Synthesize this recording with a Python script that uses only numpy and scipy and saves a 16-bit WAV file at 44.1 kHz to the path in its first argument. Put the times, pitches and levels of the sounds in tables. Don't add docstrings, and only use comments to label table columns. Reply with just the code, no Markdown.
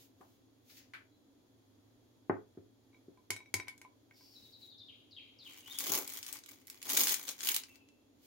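import sys
import numpy as np
from scipy import signal
from scipy.fft import rfft, irfft
from scipy.io import wavfile
from scipy.ndimage import uniform_filter1d

SR = 44100
rng = np.random.default_rng(int(sys.argv[2]) if len(sys.argv) > 2 else 0)


def unload_wav(signal):
    wavfile.write(
        sys.argv[1],
        SR,
        np.round(np.clip(np.atleast_2d(signal).T, -1, 1) * 32767).astype(np.int16),
    )


N = 364248
T = np.arange(N) / SR

# start in seconds, level in dB, brightness in dB, sway of the frame in dB.
THUDS = [(0.206, -54.5, -19, -73), (2.296, -24, -6, -43), (2.573, -41.5, -24, -54.5),
         (3.082, -45.5, -29, -70), (3.302, -40.5, -22, -49.5), (3.54, -41.5, -12, -42.5),
         (3.593, -50, -18, -52), (5.9, -38, -34, -55.5)]
# frequency in Hz, level in dB, 60 dB decay in seconds.
BOARD_MODES = [(203, -13.5, 0.096), (292, -13, 0.14), (355.7, 0.5, 0.071), (390.4, -0.5, 0.099),
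               (424.7, -5.5, 0.21), (519, -9.5, 0.11), (616, -9, 0.11), (690, -5.5, 0.22)]
# frequency in Hz, level in dB, 60 dB decay in seconds.
FRAME_MODES = [(104, 3, .2)]
CONTACT_MS, SOFTER_MS_PER_DB = 1.6, .03
BOARDS_DB, BOOM_DB = -7, -14
BOOM_RISE_S = 0.0074

# start in seconds, level in dB, crack in dB, share of long glass ring in dB,
# tilt of that ring in dB per octave.
CLINKS = [(2.93, -81, -26, 12, 1), (2.945, -79.5, -28, 18, 0.5), (3.1742, -70.5, -14, 4.5, -19),
          (3.3049, -30, -6, -14.5, -16), (3.3154, -39, -31, -7, -7), (3.364, -45, -9, -12, 9.5),
          (3.404, -69, -31, 16, -4), (3.4594, -72.5, -21, 12, 3), (3.5406, -29.5, -2.5, -5, -4),
          (3.592, -65, -30, 9, -17), (3.5997, -37, -20, -10, 7), (3.673, -57, -26, 9.5, -7),
          (3.6824, -37, -13.5, -27, 0), (3.7787, -70, 7, -12, -6), (3.8155, -47, -11, -10, -12),
          (3.8496, -65.5, -29, 10, -15), (4.1107, -51, -34, -21, -11), (4.2086, -66.5, -10, 0.5, -12)]
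# frequency in Hz, level in dB, 60 dB decay in seconds.
GLASS_MODES = [(985, -17, .08), (1010, -14, .15), (2240, -2, .15), (2290, -4, .11), (3840, -14, .11),
               (5800, -19, .11), (8060, -27, .08)]
# frequency in Hz, level in dB, 60 dB decay in seconds.
STRAINER_MODES = [(1588, -15.5, 0.036), (1860, -20, 0.078), (2180, 6.5, 0.028), (3100, -6.5, 0.027),
                  (4470, 8.5, 0.012), (5240, 3, 0.031), (7200, -26.5, 0.0404)]
CRACK_DB, CLACK_DB = 12, -3.5
HARD_DB, DULLING = -26, 1.2

# start in seconds, hold in seconds, level in dB.
TUGS = [(5.48, 0.12, -53), (5.68, 0.077, -48.5), (5.8, 0.018, -39), (5.87, 0.12, -33), (5.915, 0.027, -28),
        (6.0, 0.031, -40.5), (6.09, 0.095, -43.5), (6.26, 0.097, -46.5), (6.5, 0.046, -52.5),
        (6.56, 0.075, -62.5), (6.69, 0.073, -57), (6.84, 0.015, -66.5), (6.9, 0.22, -31.5),
        (6.95, 0.08, -26), (7.18, 0.054, -43.5), (7.285, 0.012, -38.5), (7.4, 0.028, -57.5),
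        (7.44, 0.11, -34.5), (7.66, 0.093, -64)]
TUG_RISE_DB_PER_S, TUG_FALL_DB_PER_S = 318.5, 423.5
# start in seconds, hold in seconds,
# level in dB of the flapping added in power to a steady 0 dB.
SHAKE = (5.86, 0.21, 3.6)
# start in seconds, level in dB, treble in dB against that level.
SNAPS = [(5.787, -30, 4.5), (5.8049, -32, -1), (5.847, -34, -13), (5.9755, -31.5, -7), (6.0764, -36.5, 4),
         (6.136, -53, 17.5), (6.172, -39, 4.5), (6.2288, -34, -6.5), (6.265, -36, -2), (6.327, -39.5, 8.5),
         (6.388, -44.5, -3), (6.437, -43.5, -27), (6.4606, -44.5, -3), (6.49, -48, 2), (6.6707, -49.5, 7.5),
         (6.6998, -40.5, 5), (6.817, -43, -9), (6.8276, -36, -2), (6.854, -48, -3), (6.861, -51, 0),
         (6.893, -32, -3), (6.8998, -25, -0.5), (6.9712, -18.5, -1.5), (7.071, -18.5, -7), (7.081, -27, 0),
         (7.093, -23, -0.5), (7.1214, -26.5, 6), (7.1418, -22, -2.5), (7.2808, -31, -13), (7.29, -27, -27),
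         (7.3094, -47, 8), (7.39, -43, -15), (7.4064, -33, -15), (7.435, -30.5, -4), (7.456, -43, -3),
         (7.472, -24.5, -0.5), (7.4883, -20, -2), (7.5449, -25.5, 2.5), (7.5636, -22.5, 0.5),
         (7.636, -36.5, -25), (7.757, -50.5, -6.5), (7.8876, -57, -27.5)]
SNAP_MID_DB, SNAP_TREBLE_DB = 2.5, 1.5
# frequency in Hz, relative response in dB.
FILM_COLOUR = [(530, -40), (900, -5.5), (1630, -8.5), (2280, 0.5), (2700, -8.5), (3040, -2), (4050, -4),
               (6610, -1), (8000, -6.5), (15600, 2)]
# frequency in Hz, relative response in dB.
FLAP_COLOUR = [(24, -46.5), (40, -19), (92, -22), (150, -15), (270, -2), (460, -5.5), (1500, -13.5),
               (1950, -30.5), (3300, -120)]
BRIGHTER = 0.085

# start in seconds, hold in seconds, level in dB.
RUSTLES = [(0, 0.027, -61.5), (.2, 0.15, -74.5), (.705, 0.0079, -59.5), (.77, 0.0066, -57.5),
           (4.17, 0.34, -67.5), (4.6, 0.071, -68), (8.25, 0.032, -62.5)]
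RUSTLE_RISE_DB_PER_S, RUSTLE_FALL_DB_PER_S = 302, 300

# start in seconds, level in dB, centre in Hz, 60 dB decay in seconds,
# left minus right in dB, overtone in dB.
TICKS = [(0.211, -43, 910, 0.15, 2, -33), (0.696, -56.5, 2150, 0.24, 9, 0.5),
         (0.769, -54, 2450, 0.35, 3, 0), (0.9362, -34.5, 1890, 0.2, 2.5, -20)]
OVERTONE_RATIO, TICK_TREBLE_DB = 1.9, -29

# start in seconds, held pitch in Hz,
# haste of the fall (no unit), level in dB.
CHIPS = [(4.344, 3850, 10, -60.5), (4.431, 3770, 7.9, -64), (4.522, 3794, 6.5, -59.5),
         (4.613, 3824, 11.8, -57.5), (4.7, 3580, 7.8, -59), (4.782, 3525, 4.9, -56.5),
         (5.108, 3630, 4.7, -60), (5.385, 3430, 2.4, -57.5)]
CHIP_S, CHIP_TOP_HZ = 0.062, 5550
# start in seconds, length in seconds, level in dB,
# trill length in seconds.
SLURS = [(4.885, .026, -56, .02), (5.165, .04, -52, .085), (5.454, .036, -52, .06)]
SLUR_TOP_HZ, CHEST_HZ, SLUR_HASTE = 3350, 2050, -1.2
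TRILL_GAP_S, TRILL_NOTE_S, TRILL_PERIOD_S, TRILL_TOP_HZ = .012, .016, .022, 2700
TRILL_DB, TRILL_FADE_DB = -12.5, -2.5
# start in seconds, length in seconds, start pitch in Hz, end pitch in Hz, level in dB.
WHISTLES = [(1.096, 0.1, 3970, 4050, -86), (4.937, 0.025, 2026, 3580, -65), (5.627, 0.027, 2920, 2780, -64),
            (5.654, .045, 2780, 3660, -55), (5.701, 0.027, 3650, 3670, -51),
            (5.732, 0.0465, 3140, 3504, -53), (7.679, 0.072, 2713, 2674, -64.5),
            (7.797, 0.037, 2740, 2520, -72.5)]
WHISTLE_HASTE = 0.93
# start in seconds, length in seconds, centre in Hz, swing in Hz, mean warble rate in Hz,
# level in dB.
BUZZ = [(4.134, 0.27, 5010, 584, 153.7, -68.5)]
HIGH_LOSS_DB_PER_OCT = -6
HOARSE, ECHO_S, ECHO_DB, DIRECT_DB = .35, .012, -3, 1

# frequency in Hz, relative response in dB.
ROOM_TONE = [(15, -74), (25, -23.5), (70, -21.5), (96, -8.5), (179, -24), (275, -9), (1350, -30),
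             (3470, -36), (3860, -30.5), (6630, -36), (7180, -45.5), (11000, -37), (15700, -40)]
ROOM_TONE_DB = -70
# frequency in Hz, left-right correlation (no unit).
LIKENESS = [(60, 0.96), (300, 0.57), (1400, 0.015)]
# centre in Hz, width at half amplitude in Hz, level in dB.
HUM_BANDS = [(270.3, 56, -76), (3350, 250, -90), (6940, 360, -94.5)]
# time in seconds, level in dB.
DEEP_TONE = [(0, -74), (1.1, -73), (1.3, -99), (1.5, -71.5), (5.7, -74), (5.8, -78), (8.26, -90.5)]
DEEP_HZ = 109.7
# frequency in Hz, 60 dB decay in seconds.
ROOM_T60 = [(200, 1), (2000, 0.74), (10000, 0.54)]
TOP_HZ = 15900


def knocked_table():
    push = np.zeros((2, N))
    for s, db, bright_db, _ in THUDS:
        contact_ms = CONTACT_MS - SOFTER_MS_PER_DB * bright_db
        shape = np.hanning(int(max(contact_ms, .2) * SR / 1000) + 2)
        start = int(s * SR)
        push[:, start:start + len(shape)] += undb(db + BOARDS_DB) * 2 * shape / shape.sum()
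    s, db, bright_db, sway_db = np.transpose(THUDS)

    hit = blows(s, db + bright_db, 1.3 + 0 * s)
    knock = (undb(14.5) * fade(hit, 0.026) + undb(1.5) * fade(hit, 0.16)) * noise()
    knock = lowpass(band(knock, 500, 2100), 5, 1800)

    decay = fade(blows(s, db + BOOM_DB, 1.5 + 0 * s), 0.25)
    rise = int(BOOM_RISE_S * SR)
    boom = signal.lfilter(np.ones(rise) / rise, [1], decay) * narrow_noise(noise(), 0.27)

    boards = ring(push, BOARD_MODES) + knock + band(boom, 180, 450)
    sway = band(ring(blows(s, sway_db, -3 + 0 * s), FRAME_MODES), 80, 110)
    return band(band(boards, 150, 6000), 77, 9000) + sway


def bowl():
    s, db, crack_db, ring_db, ring_tilt_db = np.transpose(CLINKS)
    pan_db = 0.5 + 2 * rng.standard_normal(len(s))
    crack = fade(blows(s, db + crack_db + CRACK_DB, pan_db), 0.018) * noise()
    crack = band(crack, 2700, 12000)

    glass = 0
    for mode in GLASS_MODES:
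        hit_db = db + ring_db + ring_tilt_db * np.log2(mode[0] / 1600)
        glass = glass + ring(blows(s, hit_db, pan_db), [mode]) * undb(4.5 * walk(70))

    tilt_db = DULLING * np.minimum(db - HARD_DB, 0)
    clack = 0
    for mode in STRAINER_MODES:
        hit_db = db + CLACK_DB + tilt_db * np.log2(mode[0] / 2000)
        clack = clack + ring(blows(s, hit_db, pan_db), [mode])
    return crack + clack + glass


def bag():
    db = swells(TUGS, TUG_RISE_DB_PER_S, TUG_FALL_DB_PER_S)
    tugged = undb(db + np.array([[.8], [-.8]]))
    flap_db = -23 + swells([(0, N / SR, 0), SHAKE], TUG_RISE_DB_PER_S, TUG_FALL_DB_PER_S)
    flap = level(colour(narrow_noise(noise() * undb(2.6 * walk(40)), 0.18), FLAP_COLOUR), 0)
    return tugged * (crackle(db) + undb(flap_db) * flap) + snaps()


def crackle(tug_db):
    chance = rng.random((int(650 * N / SR), 3)).T
    when = chance[0] * N / SR
    size_db = -6 * np.log(1 - chance[1])
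    side_db = 8 * (chance[2] - .5)
    tug_then_db = tug_db[(when * SR).astype(int)]
    size_db = np.minimum(size_db, np.interp(tug_then_db, [-51, -31], [13, 7]))
    clicks = 0
    for lo_hz, hi_hz in ((700, 2500), (2500, 5500), (5500, 10000), (10000, 20000)):
        tint_db = 3.6 * rng.standard_normal(len(when))
        tint_db = tint_db + BRIGHTER * (tug_then_db + 35.5) * np.log2(lo_hz / 2500)
        burst = fade(blows(when, size_db + tint_db, side_db), .006) * noise()
        clicks = clicks + band(burst, lo_hz, hi_hz)
    return level(colour(clicks, FILM_COLOUR), 0)


def snaps():
    s, db, treble_db = np.transpose(SNAPS)
    side_db = 0.5 + 3 * rng.standard_normal(len(s))
    mids = fade(blows(s, db + SNAP_MID_DB, side_db), 0.015) * noise()
    treble = fade(blows(s, db + treble_db + SNAP_TREBLE_DB, side_db), 0.021) * noise()
    return band(mids, 1860, 8100) + band(treble, 8000, 20000)


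def rustle():
    grain = noise() * undb(0.87 * walk(66))
    treble = signal.sosfilt(signal.butter(2, 7500, "high", fs=SR, output="sos"), grain)
    hiss = level(treble, 0.6) + level(band(grain, 2560, 9150), -3.5)
    return undb(swells(RUSTLES, RUSTLE_RISE_DB_PER_S, RUSTLE_FALL_DB_PER_S)) * hiss


def ticks():
    out = 0
    for s, db, hz, t60, pan_db, over_db in TICKS:
        hit = blows([s], db, [pan_db])
        click = band(fade(hit, 0.004) * noise(), hz / 2, hz * 2)
        body = band(band(fade(hit, t60) * noise(), hz / 1.5, hz * 1.3), hz / 6.4, hz * 4.7)
        tail = fade(hit, t60) * noise()
        over_hz = hz * OVERTONE_RATIO
        overtone = undb(over_db) * band(tail, over_hz / 1.12, over_hz * 1.4)
        out = out + click + body + overtone + undb(TICK_TREBLE_DB) * band(tail, 3000, 14000)
    return out


def bird():
    x = np.zeros(N)
    wobble = uniform_filter1d(rng.standard_normal(N), 40) * 40 ** .5
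    for s, length, hz0, hz1, haste, db, shape in notes():
        u = np.arange(int(length * SR)) / (length * SR)
        at = slice(int(s * SR), int(s * SR) + len(u))
        glide = (np.exp(-haste * u) - np.exp(-haste)) / (1 - np.exp(-haste))
        hz = hz1 * (hz0 / hz1) ** glide
        hz = hz * (1 + (.008 + .16 * np.maximum(np.log2(hz / 3900), 0)) * wobble[at])
        loss_db = HIGH_LOSS_DB_PER_OCT * np.maximum(np.log2(hz / 4000), 0)
        swell = np.sin(np.pi * u ** shape) * undb(loss_db)
        x[at] += undb(db) * swell * tone(hz)
    for s, length, centre_hz, swing_hz, warble_hz, db in BUZZ:
        u = np.arange(int(length * SR)) / (length * SR)
        hz = centre_hz + swing_hz * tone(warble_hz * (1 + .35 * walk(150)[:len(u)]))
        x[int(s * SR):int(s * SR) + len(u)] += undb(db) * np.sin(np.pi * u) ** 0.24 * tone(hz)
    x = x * (1 + HOARSE * walk(900)) * undb(2.2 * walk(250)) * undb([[1.5], [-1.5]])
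    near = x + undb(ECHO_DB) * np.roll(x, int(ECHO_S * SR), axis=1)
    return undb(DIRECT_DB) * near + room(band(x, 2300, 6000), 3.5, .004, 1.15)


def notes():
    rows = [(s, CHIP_S, CHIP_TOP_HZ, hz, haste, db, .55) for s, hz, haste, db in CHIPS]
    rows += [(s, length, hz0, hz1, WHISTLE_HASTE, db, .75) for s, length, hz0, hz1, db in WHISTLES]
    for s, length, db, trill_s in SLURS:
        rows.append((s, length, SLUR_TOP_HZ, CHEST_HZ, SLUR_HASTE, db, .35))
        for k, late in enumerate(np.arange(0, trill_s, TRILL_PERIOD_S)):
            start = s + length + TRILL_GAP_S + late
            note_db = db + TRILL_DB + k * TRILL_FADE_DB
            rows.append((start, TRILL_NOTE_S, TRILL_TOP_HZ, CHEST_HZ, WHISTLE_HASTE, note_db, .75))
    return rows


def hum():
    hz = np.fft.rfftfreq(N, 1 / SR)
    like = np.clip(at_hz(LIKENESS, hz), 0, .98)
    mid, side = rfft(noise(), axis=1)
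    both = mid * np.sqrt(1 + like) + side * np.sqrt(1 - like) * np.array([[1], [-1]])
    out = level(irfft(both * undb(at_hz(ROOM_TONE, hz)), N), ROOM_TONE_DB) * undb(.5 * walk(4.9))
    for centre_hz, width_hz, db in HUM_BANDS:
        out = out + level(irfft(both / (1 + (2 * (hz - centre_hz) / width_hz) ** 2), N), db)
    deep = tone(DEEP_HZ + 3.5 * walk(9)) * undb(1.5 * walk(14))
    deep_db = np.interp(T, *np.transpose(DEEP_TONE)) + np.array([[-1.5], [1.5]])
    return out + deep * undb(deep_db)


def room(x, wet_db, predelay_s, slow):
    t = T[:SR * 3 // 4]
    tail = 0
    for hz in 62.5 * 2. ** np.arange(9):
        octave = band(rng.standard_normal((2, len(t))), hz / 2 ** .5, hz * 2 ** .5)
        tail = tail + octave * 1000 ** (-t / (slow * at_hz(ROOM_T60, hz)))
    tail = tail * (t > predelay_s)
    tail = tail / np.sqrt(np.sum(tail ** 2) / 2)
    return undb(wet_db) * signal.oaconvolve(x, tail, axes=1)[:, :N]


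def blows(s, db, pan_db):
    x = np.zeros((2, N))
    at = np.minimum(np.asarray(s) * SR, N - 1).astype(int)
    np.add.at(x, (np.array([[0], [1]]), at), undb(db + np.outer([.5, -.5], pan_db)))
    return x


def fade(x, t60):
    return signal.lfilter([1], [1, -1000 ** (-1 / (max(t60, 1e-4) * SR))], x)


def ring(x, modes):
    t = T[:int(1.2 * max(mode[2] for mode in modes) * SR)]
    response = 0
    for hz, db, t60 in modes:
        phase = min(hz / 1500, 1.2) * rng.uniform(-1, 1, (2, 1))
        response = response + undb(db) * 1000 ** (-t / t60) * np.sin(2 * np.pi * hz * t + phase)
    return signal.oaconvolve(x, response, axes=1)[:, :N]


def swells(rows, rise_db_per_s, fall_db_per_s):
    s, hold, db = np.transpose(rows)[:, :, None]
    t = T[::32]
    db = db - rise_db_per_s * np.maximum(s - t, 0) - fall_db_per_s * np.maximum(t - s - hold, 0)
    return np.interp(T, t, 10 * np.log10(np.sum(undb(2 * db), axis=0) + 1e-14))


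def walk(rate):
    k = int(SR / rate)
    return 1.2 * uniform_filter1d(np.repeat(rng.standard_normal(N // k + 1), k), k)[:N]


def noise():
    return rng.standard_normal((2, N))


def narrow_noise(pair, width):
    mid, side = pair
    return mid + width * side * np.array([[1], [-1]])


def tone(hz):
    return np.sin(2 * np.pi * np.cumsum(hz) / SR)


def band(x, lo_hz, hi_hz):
    return signal.sosfilt(signal.butter(2, [lo_hz, min(hi_hz, SR / 2.1)], "band", fs=SR, output="sos"), x)


def lowpass(x, order, hz):
    return signal.sosfilt(signal.butter(order, hz, fs=SR, output="sos"), x)


def colour(x, table):
    c = irfft(at_hz(table, np.fft.rfftfreq(8192, 1 / SR)) * np.log(10) / 20)
    c[1:4096] = 2 * c[1:4096]
    c[4097:] = 0
    return signal.oaconvolve(x, irfft(np.exp(rfft(c)))[None], axes=1)[:, :N]


def at_hz(table, hz):
    f, v = np.transpose(table)
    return np.interp(np.log(hz + 1), np.log(f), v)


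def undb(db):
    return 10 ** (np.asarray(db) / 20)


def level(x, db):
    return x * undb(db) / np.sqrt(np.mean(x ** 2))


def scene():
    near = knocked_table() + bowl() + bag() + rustle() + ticks()
    return near + room(band(near, 150, 22000), -4.5, 0.0022, 0.28) + bird() + hum()


def record(dry):
    ports = dry + undb(-2.5) * band(dry, 6460, 6860)
    return signal.sosfilt(signal.ellip(10, .3, 80, TOP_HZ, fs=SR, output="sos"), ports)


dry = scene()
out = record(dry)
unload_wav(out)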